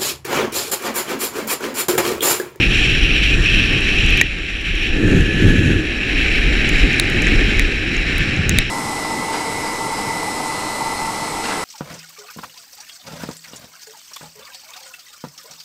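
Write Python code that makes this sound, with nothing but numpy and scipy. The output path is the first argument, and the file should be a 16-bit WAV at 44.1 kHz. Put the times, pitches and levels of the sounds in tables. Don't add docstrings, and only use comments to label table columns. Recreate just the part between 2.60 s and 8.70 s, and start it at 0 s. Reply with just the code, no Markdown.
import sys
import numpy as np
from scipy import signal
from scipy.fft import rfft, irfft, next_fast_len
from scipy.io import wavfile
from scipy.ndimage import uniform_filter1d, map_coordinates

SR = 44100
rng = np.random.default_rng(int(sys.argv[2]) if len(sys.argv) > 2 else 0)


def transcribe(signal):
    frames = np.atleast_2d(signal).T
    limited = np.clip(frames, -1, 1)
    pcm = np.round(limited * 32767).astype(np.int16)
    wavfile.write(sys.argv[1], SR, pcm)


def linear_from_db(decibels):
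    return 10 ** (np.asarray(decibels, float) / 20)


N = 269010


def unit(x):
    return x / np.sqrt(np.mean(x ** 2) + 1e-20)


def curves(rows):
    time_s, *columns = np.transpose(rows)
    return [np.interp(np.arange(N) / SR, time_s, column) for column in columns]


def wobble(knots_hz):
    knots = rng.standard_normal(int(N * knots_hz / SR) + 4)
    return map_coordinates(knots, [np.arange(N) * knots_hz / SR])


def noise(gain, patchy_db):
    z = signal.stft(rng.standard_normal(N + 512), nperseg=512)[2]
    field = uniform_filter1d(rng.standard_normal(z.shape), size=8, axis=0)
    field = uniform_filter1d(field, size=8, axis=1)
    x = signal.istft(z * linear_from_db(patchy_db * unit(field)), nperseg=512)[1]
    m = next_fast_len(len(x))
    hz = np.fft.rfftfreq(m, 1 / SR) + 1
    return unit(irfft(rfft(x, m) * gain(hz), m)[:N])


def slopes(points):
    point_hz, point_db = np.transpose(points)
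    return lambda hz: linear_from_db(np.interp(np.log(hz), np.log(point_hz), point_db, left=-120, right=-120))


def modes(table):
    def gain(hz):
        powers = [(linear_from_db(db) / (1 + ((centre_hz ** 2 - hz * hz) / (hz * width_hz)) ** 2)) ** 2
                  for centre_hz, width_hz, db in table]
        return np.sqrt(sum(powers))
    return gain


# time_s, turn into the wind [0-1], nod [0-1]
HEAD = [(0, 0.2, 0.2), (.5, 0.03, 0.06), (1, 0.09, 0), (1.6, 0.1, 0.12), (1.7, 0.04, 0.75),
        (2.25, 0.12, 0.26), (2.31, 0.04, 0.25), (2.42, 0.71, 0.4), (2.58, 0.97, 0.2), (2.7, 0.65, 0.04),
        (2.88, 1.02, 0.23), (3.12, 0.86, 0.32), (3.28, 0.12, .7), (3.6, 0, 0.73), (4.26, 0.13, 1.2),
        (4.8, 0.13, 0.93), (5.4, 0.01, 1), (6.1, 0, 0.38)]
# time_s, share of first speed [0-1]
SPEED = [(0, 1), (3.9, .885), (6.1, .85)]
# time_s, load_db
LOAD = [(0, -1), (.13, .5), (.73, 0), (1.2, -1), (1.55, .5), (2.24, 1.5), (2.36, -2.5), (2.9, 0.5),
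        (3.3, -1.5), (3.67, 0.5), (4.2, 0.5), (4.45, -1), (4.75, 0), (4.98, 0), (5.3, -0.5), (5.55, -0.5),
        (5.82, -3.5), (6.1, -1)]
# time_s, level_db, length_s
JOLTS = [
    (0.034, 5.5, 0.013),
    (0.09, -3.5, .02),
    (0.252, 3.5, 0.014),
    (0.794, -10.5, 0.038),
    (0.883, 3.5, 0.022),
    (1.58, 2.5, 0.013),
    (4.77, -5, .015),
]
# centre_hz, width_hz, level_db
WALL = [(2565, 560, 1.5), (3093, 580, -9.5), (5440, 260, -17.5), (5803, 370, -21)]
CAVITY = [(1564, 210, -3.5), (1769, 300, 0.5), (1820, 540, -5.5)]
LENS = [(3907, 470, 2), (4240, 400, -21), (4660, 110, -5.5)]
SEAM = [(7160, 1270, 5.5), (5320, 600, -11), (9750, 4200, -6.5), (11900, 1300, -30), (14000, 2000, -26)]
FLANK = [(2285, 690, 0)]
GAP = [(6370, 700, 0)]
# level_db, turn_db, nod_db, load_share [dB/dB], slowest_db [at the slowest speed]
SHELL = [
    (-17.5, 2, -5, 1.3, -2.3),
    (-29, 9, 1.5, 0.35, -0.05),
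    (-33.5, 2, -0.5, 0.86, -0.2),
    (-47, 9, 2, 0.45, -2.5),
    (-30, -6, 7.5, 1.3, 0.7),
    (-58.5, -2, 3, 0.55, 14.5),
    (-51, 11, .5, 0.99, -4.5),
    (-61.5, 19, -4, .5, 7),
    (-25, 1.8, -5, 2, -3.5),
    (-36.5, .3, -5, 1.3, -2.1),
]


def wheels():
    t = np.arange(N) / SR
    turn, nod = curves(HEAD)
    slowed = (1 - curves(SPEED)[0]) / (1 - SPEED[-1][1])
    controls = [turn, nod, curves(LOAD)[0], slowed]
    jolt_db = sum(db * np.exp(-((t - s) / length_s) ** 2) for s, db, length_s in JOLTS)
    swing_hz, swing_s, swing_db, swing_dies_s = 1.72, 0.19, 6, 1.2
    swing = swing_db * np.cos(2 * np.pi * swing_hz * (t - swing_s)) * np.exp(-t / swing_dies_s)
    # resonances, patchy_db, jolt_share, swing_share; in the order of SHELL
    groups = [(WALL[:1], 1.0, 1, 0), (CAVITY, 0.34, 0, 0), (LENS, 0.23, .3, 0), (SEAM[:1], 1.5, 0, 1),
              (FLANK, 0.9, 1, 0), (SEAM[1:2], 0.9, 0, 0), (SEAM[2:], 1.0, 0, 0), (GAP, 1.2, 0, 0),
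              (WALL[1:2], 1.4, .8, 0), (WALL[2:], 0.81, .3, 0)]
    hiss = np.zeros(N)
    for (base_db, *shares), (table, patchy_db, jolt_share, swing_share) in zip(SHELL, groups):
        level_db = base_db + np.dot(shares, controls) + jolt_share * jolt_db + swing_share * swing
        hiss += linear_from_db(level_db) * noise(modes(table), patchy_db)
    rasp_db = 0.77 * wobble(60) + 0.54 * wobble(18) + 0.9 * wobble(300)
    return linear_from_db(rasp_db) * hiss


# time_s, strength_db, large_eddies_db
WIND = [(0, 0, -1), (.4, 1, 0), (.7, -0.5, 1), (.95, -1, 4.5), (1.3, 0, -3), (1.55, 0, 1.5), (1.9, 1, -1),
        (2.35, 3, -2.5), (3.3, 0, -1.5), (3.55, 1, -3), (4.2, 1.5, 0), (4.45, -3.5, 1), (4.7, 1, -0.5),
        (5.2, 1, -1), (5.75, -3.5, 3), (5.88, -4.5, 8.5), (5.98, -1, 5.5), (6.1, -1.5, -2)]
# pitch_hz, density_db [dB per Hz]
THUMP = [(7.1, -56), (12, -5), (38, 4), (51, -0.5), (81, -13), (110, -26), (140, -64), (240, -120)]
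BUFFET = [(45, -31), (75, 1.5), (120, 0), (190, -3), (260, -20)]
FLUTTER = [(140, -25), (200, -3), (300, 1.5), (400, -4), (520, -14), (700, -33.5)]
RUSH = [(380, -3), (520, 0.5), (680, -2.5), (760, -0.5), (880, -5), (970, -13), (1350, -1), (1700, -28)]
# level_db, turn_db, nod_db, strength_share [dB/dB], eddy_share [dB/dB]
PORT = [
    (-17.5, 3.5, -1.5, 2.6, 0.88),
    (-26.5, 22, -0.5, 0.31, 1.14),
    (-28.5, 18, 2.5, 0.44, 0.067),
    (-38, 7, 1.5, 0.3, 0.035),
]


def wind():
    controls = np.array(curves(HEAD) + curves(WIND))
    thump_db, buffet_db, flutter_db, rush_db = (db + np.dot(shares, controls) for db, *shares in PORT)
    eddy = wobble(14)
    thump = linear_from_db(thump_db) * noise(slopes(THUMP), patchy_db=1.1)
    buffet = linear_from_db(buffet_db + 0.54 * eddy) * noise(slopes(BUFFET), patchy_db=-1.3)
    flutter = linear_from_db(flutter_db + 1.2 * eddy) * noise(slopes(FLUTTER), patchy_db=0.57)
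    rush = linear_from_db(rush_db + 0.71 * eddy) * noise(slopes(RUSH), patchy_db=-0.8)
    push = buffet + flutter
    push = push + .12 * (push ** 2 - np.mean(push ** 2))
    return thump + push + rush


def ring(hz, t60_s, chance):
    t = np.arange(SR // 20) / SR
    rise = 1 - np.exp(-t / 0.00022)
    return np.sin(2 * np.pi * (hz * t + chance)) * linear_from_db(-60 * t / t60_s) * rise


def struck(group, db, chance):
    return sum(linear_from_db(db + mode_db) * ring(hz * (0.953 + 0.043 * c), t60_s, 0.41 * c)
               for (hz, t60_s, mode_db), c in zip(group, chance))


# time_s, crack_db, ring_6600hz_db, ring_3800hz_db, ring_2100hz_db
SPLATS = [
    (1.612, -4, 7.5, 1, 7),
    (4.3971, 7.5, -15, -6, -17),
    (4.6688, -34, 22, 8, 26.5),
    (4.994, -4.5, 0.5, -6, 0.5),
    (5.893, 2.5, -2, -19, -16),
    (5.9855, 8, -10, -5, -13),
]
# time_s, crack_db, snap_db, ring_6600hz_db
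TICKS = [(0.6024, -29, -15, -3), (0.7174, -33, -20, -5), (1.2066, -16, -23, -14), (1.4624, -18, -22, 3),
         (1.4924, -25, -13, 9), (1.504, -19, -12, -9), (1.5244, -31, -16, -1), (1.5733, -16, -13, 0),
         (1.6168, -16, -11, 3), (2.0133, -35, -9, -4), (2.1535, -34, -10, 9), (2.2314, -24, -22, -1),
         (2.607, -20, -19, 2), (2.8704, -34, -29, -4), (3.6306, -33, -24, 1), (4.0804, -31, -10, -9),
         (4.0904, -16, -9, 8), (4.3294, -28, -20, 12), (4.4134, -35, -25, 12), (4.4987, -15, -19, -6),
         (4.6199, -13, -19, 4), (4.6414, -33, -22, 7), (4.9706, -25, -15, 3), (5.0195, -25, -22, 2),
         (5.1617, -35, -46, -1), (5.3438, -37, -26, 2), (5.3662, -32, -24, 16), (5.5802, -11.5, -12, -16),
         (5.7643, -37, -25, 17), (5.9034, -28, -14, 6)]
# pitch_hz, t60_s, level_db
CRACK = [(7700, .004, -1), (8900, .0035, 0), (10000, .0035, 1)]
# pitch_hz, t60_s, level_db
SNAP = [(11200, 0.0028, 8.5), (13700, .003, 3), (14400, 0.0032, 2)]
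# pitch_hz, t60_s, level_db
PLASTIC = [
    [(6590, 0.0048, -2), (7150, 0.005, -6)],
    [(3870, 0.0074, 2), (3800, 0.003, -11), (4390, 0.0049, -3.5)],
    [(2410, 0.01, 5), (1850, 0.016, -4), (2006, 0.05, -8.5)],
]


def rain():
    out = np.zeros(N + SR)
    splat_snap_db = -18
    drops = [(s, db, splat_snap_db, *rings_db) for s, db, *rings_db in SPLATS] + list(TICKS)
    chances = rng.random((len(drops), 5, 3))
    for (s, db, snap_db, *rings_db), chance in zip(drops, chances):
        hit = struck(CRACK, -8.5, chance[0]) + struck(SNAP, snap_db + 2, chance[1])
        for group, ring_db, c in zip(PLASTIC, rings_db, chance[2:]):
            hit = hit + struck(group, ring_db, c)
        out[round((s + .001) * SR):][:len(hit)] += linear_from_db(db) * hit
    return out[:N]


# start_s, end_s, first_hz, level_db
WHINES = [(0, .75, 1150, -51), (.6, 1.7, 1113, -50), (.55, 1.75, 1197, -47), (1.6, 2.4, 1160, -45),
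          (.5, 1.3, 1380, -51), (1.7, 2.5, 1382, -46), (2, 3.75, 1761, -19.5), (3, 3.9, 1085, -53),
          (5, 5.9, 1084, -51), (5.2, 6.2, 1167, -47), (5.2, 6, 1395, -45), (5.6, 6.2, 1500, -48)]


def whines():
    t = np.arange(N) / SR
    speed, turn = curves(SPEED)[0], curves(HEAD)[0]
    whistle_hz, whistle_db, facing_db = 4638, -52, 12
    out = linear_from_db(whistle_db) * np.sin(2 * np.pi * np.cumsum(whistle_hz * (1 + .005 * wobble(70))) / SR)
    for start_s, end_s, first_hz, db in WHINES:
        loud = db > -40
        progress = np.clip((t - start_s) / (end_s - start_s), 0, 1)
        hz = first_hz * speed / speed[round(start_s * SR)]
        hz = hz * (1 + (.002 + .003 * loud) * wobble(70))
        level_db = db + 2 + 1.5 * wobble(14) + loud * facing_db * (turn - 1)
        swell = np.sqrt(abs(np.sin(np.pi * progress))) * linear_from_db(level_db)
        flicker = .9 + .35 * wobble(50) if loud else 1
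        out += swell * flicker * np.sin(2 * np.pi * np.cumsum(hz) / SR)
    return out


# time_s, depth_db, hold_s
DUCKS = [
    (1.581, 10, 0.25),
    (2.328, 7, 0.7),
    (4.986, 3.5, 0.26),
    (5.997, 5, .2),
]


def gain_control():
    t = np.arange(N) / SR
    drop_s, drop_share, recover_db_per_s = 0.049, 0.71, 11
    cuts_db = []
    for s, db, hold_s in DUCKS:
        times_s = [s, s + drop_s, s + hold_s, s + hold_s + db / recover_db_per_s]
        cuts_db.append(np.interp(t, times_s, [0, drop_share * db, db, 0]))
    return linear_from_db(-np.max(cuts_db, axis=0))


def scene():
    return (gain_control() * (wheels() + wind() + whines()) + rain())[None]


# pitch_hz, share of moments [0-1]
KEPT = [(10000, 1), (11200, .9), (12000, .62), (12500, .3), (13600, .24), (14600, .14), (15200, .06),
        (15500, .018)]


def thrift(x, chance_db, follow):
    hz, _, z = signal.stft(x, SR, nperseg=2048)
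    bands = z[:1024].reshape(128, 8, -1)
    db = 10 * np.log10(np.mean(abs(bands) ** 2, 1) + 1e-20)
    db = db - follow * uniform_filter1d(db, size=15, axis=1) + chance_db * rng.standard_normal(db.shape)
    rank = db.argsort(1).argsort(1) / db.shape[1]
    band_hz = hz[:1024].reshape(128, 8).mean(1)
    share = np.interp(band_hz, *np.transpose(KEPT))
    kept = rank >= 1 - share[:, None]
    z[:1024] = (bands * kept[:, None]).reshape(1024, -1)
    z[hz > 16300] = 0
    return signal.istft(z, SR, nperseg=2048)[1][:N]


def starve(x, source):
    edge_hz, near_s, core_s, burst_db = 10500, .07, .008, -30
    m = next_fast_len(N)
    edge = np.clip((np.fft.rfftfreq(m, 1 / SR) - edge_hz) / 1500, 0, 1)
    highs, source_highs = irfft(rfft([x, source], m) * edge, m)[:, :N]
    burst = 1. * (abs(source_highs) > linear_from_db(burst_db))
    near, core = (uniform_filter1d(burst, size=round(s * SR)) > 1e-6 for s in (near_s, core_s))
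    return x - highs * uniform_filter1d(1. * (near & ~core), size=64)


def roll_off(x):
    return signal.sosfilt(signal.butter(12, 16520, fs=SR, output="sos"), x)


def record(dry):
    clipped = np.clip(dry[0], -.97, .97)
    thinned = thrift(clipped, chance_db=1.8, follow=.85)
    mix = starve(thinned, dry[0])[None]
    return roll_off(mix)


dry = scene()
out = record(dry)
transcribe(out)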